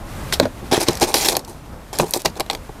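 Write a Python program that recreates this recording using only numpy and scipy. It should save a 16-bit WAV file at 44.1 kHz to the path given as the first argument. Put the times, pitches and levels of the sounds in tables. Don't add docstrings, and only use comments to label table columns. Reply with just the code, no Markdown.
import sys
import numpy as np
from scipy import signal
from scipy.fft import rfft, irfft, next_fast_len
from scipy.io import wavfile
from scipy.ndimage import map_coordinates

SR = 44100
rng = np.random.default_rng(int(sys.argv[2]) if len(sys.argv) > 2 else 0)


def store_pcm(level_fs):
    pcm = np.round(np.clip(level_fs, -1, 1) * 32767).astype(np.int16)
    wavfile.write(sys.argv[1], SR, np.atleast_2d(pcm).T)


N = 123479

# t/s, level/dB
AIR_LEVEL = [(0, -32.5), (.35, -31), (.7, -34), (1.5, -37), (2.2, -37.5), (2.8, -38)]
LEAVES_LEVEL = [(0, -45.5), (.18, -40), (.32, -38.5), (.49, -45.5), (1.0, -39.5), (1.45, -50), (2.33, -48),
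                (2.8, -47.5)]
# t/s, level/dB, centre f/Hz of the contact, ring length/factor
POT_KNOCKS = [(.232, -16.5, 140, 0.66), (.628, -21.5, 258, 1.36), (.7235, -0.5, 354, 1.03),
              (.7775, 1, 330, 0.52), (.8850, -2, 323, 1.06), (.8935, -5, 252, 0.68),
              (.906, -17.5, 120, 0.85), (1.0195, -4, 850, .9), (1.0245, -5, 364, 1.2), (1.1420, -4, 510, 1),
              (1.152, -9, 600, 0.68), (1.2875, -9.5, 413, 0.8), (1.3685, -17.5, 360, 1.4),
              (1.9955, -8, 530, 1.3), (2.003, -13, 160, 1.36), (2.010, -12, 400, .9),
              (2.027, -7, 450, 0.77), (2.033, -3.5, 477, 0.82), (2.091, -19, 805, .6),
              (2.1635, -11, 340, 1.08), (2.2580, -6.5, 730, 0.85), (2.260, -15, 190, 0.86),
              (2.4055, -4, 790, 0.65), (2.5000, -11.5, 850, 0.84), (2.550, -13, 650, 0.58),
              (2.6935, -13.5, 510, 0.54), (2.698, -12.5, 220, 0.22)]
# t/s, level/dB, centre f/Hz of the contact, ring length/factor
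SCOOP_DROPS = [(.3992, 5, 565, 0.6), (.410, -7, 393, 0.93), (.428, -11.5, 220, 1.05),
               (.439, -17, 105, 0.91), (.4545, -5, 580, 0.8), (.468, -14.5, 494, 0.86)]
# f/Hz, relative level/dB, time to fall 60 dB/s
POT_MODES = [(97, -21.5, 0.17), (172, -8, 0.12), (228.5, -7.5, 0.069), (292.4, -7, 0.067),
             (362.3, 1, 0.062), (423, -4.5, 0.073), (528, -4.5, 0.046), (678, -1, 0.032), (772, 3, 0.035),
             (928, -7.5, 0.073), (1038, -21.5, 0.021)]
TRAY_MODES = [(114, -8.5, 0.15), (209, -0.5, 0.092), (257, -0.5, 0.13), (330, 0, 0.072), (492, -7.5, 0.092),
              (585, -0.5, 0.059), (643, -2.5, 0.052), (870, -1, 0.032), (1410, 2, 0.044)]
# t/s, rise/s, hold/s, time to fall 60 dB/s, grit level/dB,
# hollow body level/dB, brightness of the grit/dB per octave
SCRAPE_STROKES = [(0.322, 0.0044, 0.0024, 0.017, -14, -28.5, -2.5),
                  (0.329, 0.004, 0.0058, 0.086, -20, -30.5, 1),
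                  (0.412, 0.015, 0.014, 0.12, -30.5, -33.5, -5), (.711, 0.012, 0.014, 0.19, -18, -15, -1.5),
                  (0.756, 0.0055, 0.014, 0.056, -25.5, -34, -1),
                  (0.792, 0.017, 0.023, 0.08, -22.5, -22.5, 1), (0.858, 0.019, 0.028, 0.32, -29, -26.5, -1),
                  (1.006, 0.011, 0.014, 0.1, -15, -15.5, 1), (1.067, 0.011, 0.02, 0.44, -29.5, -26.5, 1.5),
                  (1.139, 0.013, 0.03, 0.37, -19, -26, 2.5), (1.206, 0.0065, 0.011, 0.14, -19.5, -23, 2.5),
                  (1.243, 0.0073, 0.0091, 0.13, -17, -23, 2), (1.278, 0.0062, 0.023, 0.11, -23, -25.5, 3),
                  (1.316, 0.0039, 0.012, 0.25, -34.5, -22, 3.5),
                  (1.476, 0.0027, 0.02, 0.21, -42.5, -37, 4.5),
                  (1.928, 0.0029, 0.015, 0.22, -30, -28.5, 1.5),
                  (1.992, 0.0033, 0.019, 0.18, -28.5, -21, 2), (2.058, 0.0093, .025, 0.44, -40, -45, 5),
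                  (2.134, 0.0044, 0.029, 0.071, -26.5, -24.5, 6),
                  (2.189, .008, 0.012, .08, -36.5, -42, 1.5), (2.247, 0.0061, 0.0034, 0.1, -21, -18.5, 2),
                  (2.36, 0.0086, .006, 0.038, -38, -29, 2), (2.387, .015, 0.0066, 0.058, -33, -24, -6),
                  (2.501, 0.0078, 0.03, 0.17, -41, -32, 1)]
# t/s, level/dB, f/Hz, time to fall 60 dB/s
RIM_CLICKS = [(.3990, -3, 3940, 0.011), (0.4010, -6, 1200, 0.013), (.4540, -20, 1640, 0.034),
              (0.8849, -5, 3800, 0.02), (0.9318, -21.5, 5700, 0.012), (0.9533, -19.5, 6000, 0.011),
              (.9720, -22, 5970, 0.021), (.9990, -18.5, 7200, 0.0064), (1.039, -14, 6000, 0.01),
              (1.1411, -5.5, 5300, 0.029), (1.1437, -9.5, 2000, 0.021), (1.168, -19, 5500, 0.016),
              (1.2859, -2.5, 5000, 0.015), (1.297, -12, 6000, 0.01), (1.321, -16, 5000, .014),
              (1.328, -15, 6000, 0.014), (1.352, -16, 3460, 0.029), (1.3675, -6.5, 8700, 0.013),
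              (1.3683, -13, 1430, 0.018), (1.393, -26, 6050, 0.02), (1.448, -30, 6200, 0.023),
              (1.9871, -11.5, 8600, 0.018), (1.9980, -6, 1510, 0.027), (2.1091, -12.5, 12400, 0.0056),
              (2.1367, -8, 6000, 0.021), (2.2187, -22.5, 7500, 0.0089), (2.258, -7, 2930, 0.022),
              (2.356, -32, 5000, 0.0073), (2.3981, -14, 5500, 0.0092), (2.405, -13, 3940, 0.021),
              (2.463, -27.5, 2480, 0.014), (2.4995, -11, 2980, 0.026), (2.51, -19, 5000, 0.019),
              (2.532, -22.5, 4600, 0.013), (2.5498, -19.5, 4600, 0.016)]
# f/Hz, relative level/dB
RUMBLE_COLOUR = [(12, -30), (22, -2), (60, -2), (271, -11), (390, -17), (572, -15.5), (1140, -20.5),
                 (2500, -41.5), (5500, -120)]
HISS_COLOUR = [(400, -2), (1500, 6), (3000, 0), (6000, -4), (12000, -6.5), (14500, -10), (16000, -32)]
GRIT_COLOUR = [(300, -34), (800, -0.5), (1400, -1.5), (2300, 2.5), (3000, -1.5), (4100, 2), (6500, -1.5),
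               (9500, -5), (13500, -9), (16000, -23)]
HOLLOW_COLOUR = [(80, -35.5), (220, -10.5), (360, 2), (530, -8), (790, -2), (1100, -14), (1500, -23.5),
                 (4000, -51)]
RIM_COLOUR = [(150, -20), (400, 20.5), (900, 11.5), (1400, 1), (2300, 3), (3000, -3), (4000, 2.5),
              (6500, -4), (10000, -3.5), (14000, -6), (16000, -26)]

KNOCK_OCTAVES, KNOCK_RISE_S = 0.67, 0.00097
MODE_SCATTER_DB = 2
CONTACT_HZ = 413
STIFFENING = 0.044
WALLS_DB, WALLS_S = -15, 0.1
GRAINS_PER_S, GRAIN_SPREAD_DB, SMOOTH_SHARE = 3500, 3, 0.56
CRUMBS_PER_S, CRUMB_CYCLES, CRUMB_SHARE = 1500, 3, 0.77
CRUMB_LOW_HZ, CRUMB_HIGH_HZ = 1460, 14020
STICK_PER_S, STICK_DB = 165.5, 2
PATCH_DB = 2
CLICK_OCTAVES = 1.34
SMALL_HZ = 10900
CLICK_TAIL_DB, CLICK_TAIL_S = -59, 0.068
CEILING = 1.05
TOP_HZ = 15900


def amp(db):
    return 10 ** (np.asarray(db) / 20)


def unit(x):
    return x / np.sqrt(np.mean(x ** 2) + 1e-20)


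def along(points, hz):
    f, v = np.transpose(points)
    return np.interp(np.log(hz + 1), np.log(f + 1), v)


def curve(points):
    return np.interp(np.arange(N) / SR, *np.transpose(points))


def wobble(rate, size):
    knots = rng.standard_normal(1024)
    return map_coordinates(knots, [np.arange(size) * rate / SR], mode="wrap")


def colour(x, db_at):
    m = 2 * next_fast_len(len(x) // 2 + 2048)
    gain = np.maximum(amp(db_at(np.fft.rfftfreq(m, 1 / SR))), 1e-6)
    cepstrum = irfft(np.log(gain))
    cepstrum[1:m // 2] *= 2
    cepstrum[m // 2 + 1:] = 0
    return irfft(rfft(x, m) * np.exp(rfft(cepstrum)))[:len(x)]


def contact_db(hz, centre_hz, octaves, steep_db=24):
    distance = np.log2((hz + 1) / centre_hz) / octaves
    return -steep_db * np.log10(1 + distance ** 2)


def add(track, s, sound):
    part = track[max(round(s * SR), 0):][:len(sound)]
    part += sound[:len(part)]


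def garden():
    rumble = unit(colour(rng.standard_normal(N), lambda hz: along(RUMBLE_COLOUR, hz)))
    hiss = unit(colour(rng.standard_normal(N), lambda hz: along(HISS_COLOUR, hz)))
    air = rumble * amp(curve(AIR_LEVEL) + 1.4 * wobble(14, N))
    leaves = hiss * amp(curve(LEAVES_LEVEL) + 0.94 * wobble(25.3, N))
    return air + leaves


def knocks(blows, modes):
    out, t = np.zeros(N), np.arange(SR // 5) / SR
    hz, level, t60 = np.transpose(modes)[:, :, None]
    for s, db, centre_hz, length in blows:
        scatter_db = MODE_SCATTER_DB * rng.standard_normal(hz.shape)
        gain = amp(level + contact_db(hz, centre_hz, KNOCK_OCTAVES) + scatter_db)
        stiffer = (centre_hz / CONTACT_HZ) ** STIFFENING
        pitch = hz * stiffer * (1 + 0.029 * rng.standard_normal(hz.shape))
        ring = gain * np.cos(2 * np.pi * pitch * t) * amp(-60 * t / (t60 * length))
        shell = ring.sum(0)
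        shell = shell * np.linalg.norm(ring) / np.linalg.norm(shell) / np.linalg.norm(gain)
        onset = 1 - np.exp(-t / KNOCK_RISE_S)
        add(out, s, amp(db) * shell * onset)
    return out


def walls(x):
    t = np.arange(SR // 4) / SR
    fading = rng.standard_normal(len(t)) * amp(-60 * t / WALLS_S)
    tail = colour(fading, lambda hz: along([(800, -3), (10000, -4.5)], hz))
    return signal.fftconvolve(x, tail / np.linalg.norm(tail))[:N]


def grains(size):
    slips = (rng.random(size) < GRAINS_PER_S / SR) * rng.choice([-1, 1], size)
    sizes = amp(GRAIN_SPREAD_DB * np.minimum(rng.exponential(size=size), 4))
    rub = SMOOTH_SHARE * rng.standard_normal(size)
    return unit(unit(slips * sizes) + rub)


def crumbs(size):
    count = int(CRUMBS_PER_S * size / SR)
    when, pitch, strength = rng.random((count, 3)).T[:, :, None]
    n = np.arange(SR // 300)
    hz = CRUMB_LOW_HZ + (CRUMB_HIGH_HZ - CRUMB_LOW_HZ) * pitch
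    cycles = hz * n / SR
    ticks = np.sin(2 * np.pi * cycles) * np.exp(-cycles / CRUMB_CYCLES)
    ticks = ticks * np.sqrt(pitch + .1)
    ticks = ticks * amp(-GRAIN_SPREAD_DB * np.log(strength + 0.0067))
    places = (when * size).astype(int) + n
    return unit(np.bincount(places.ravel(), ticks.ravel(), size)[:size])


def patches(hz):
    return PATCH_DB * map_coordinates(rng.standard_normal(128), [np.sqrt(hz) / 3], mode="wrap")


def scrapes():
    out, t = np.zeros(N), np.arange(SR // 3) / SR
    for s, rise, hold, fall, grit_db, body_db, tilt in SCRAPE_STROKES:
        def grit_colour(hz):
            return along(GRIT_COLOUR, hz) + patches(hz) + tilt * np.log2((hz + 1) / 4000)

        fade_db = -60 * np.maximum(t - rise - hold, 0) / fall
        stroke = np.minimum(t / rise, 1) * amp(fade_db + STICK_DB * wobble(STICK_PER_S, len(t)))
        rubbing = grains(len(t)) + CRUMB_SHARE * crumbs(len(t))
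        grit = unit(colour(rubbing, grit_colour))
        body = unit(colour(grains(len(t)), lambda hz: along(HOLLOW_COLOUR, hz)))
        add(out, s, stroke * (amp(grit_db) * grit + amp(body_db) * body))
    return out


def clicks():
    out, t = np.zeros(N), np.arange(SR // 8) / SR
    for s, db, pitch_hz, t60 in RIM_CLICKS:
        octaves = CLICK_OCTAVES / (1 + (pitch_hz / SMALL_HZ) ** 4)

        def rim_colour(hz):
            hump = contact_db(hz, pitch_hz, octaves, steep_db=19)
            return along(RIM_COLOUR, hz) + patches(hz) + hump

        dying = amp(-60 * t / t60) + amp(CLICK_TAIL_DB - 60 * t / CLICK_TAIL_S)
        crack = colour(dying * rng.standard_normal(len(t)), rim_colour)
        add(out, s, amp(db) * crack * np.linalg.norm(dying) / np.linalg.norm(crack))
    return out


def scene():
    blows = knocks(POT_KNOCKS, POT_MODES) + knocks(SCOOP_DROPS, TRAY_MODES)
    handling = blows + scrapes() + clicks()
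    mono = garden() + handling + amp(WALLS_DB) * walls(handling)
    return np.array([mono, mono])


def record(dry):
    rounded = dry / (1 + np.abs(dry / CEILING) ** 6) ** (1 / 6)
    m = next_fast_len(N + SR // 4)
    treble_cut = 1 + (np.fft.rfftfreq(m, 1 / SR) / TOP_HZ) ** 120
    return irfft(rfft(rounded, m) / treble_cut, m)[:, :N]


dry = scene()
out = record(dry)
store_pcm(out)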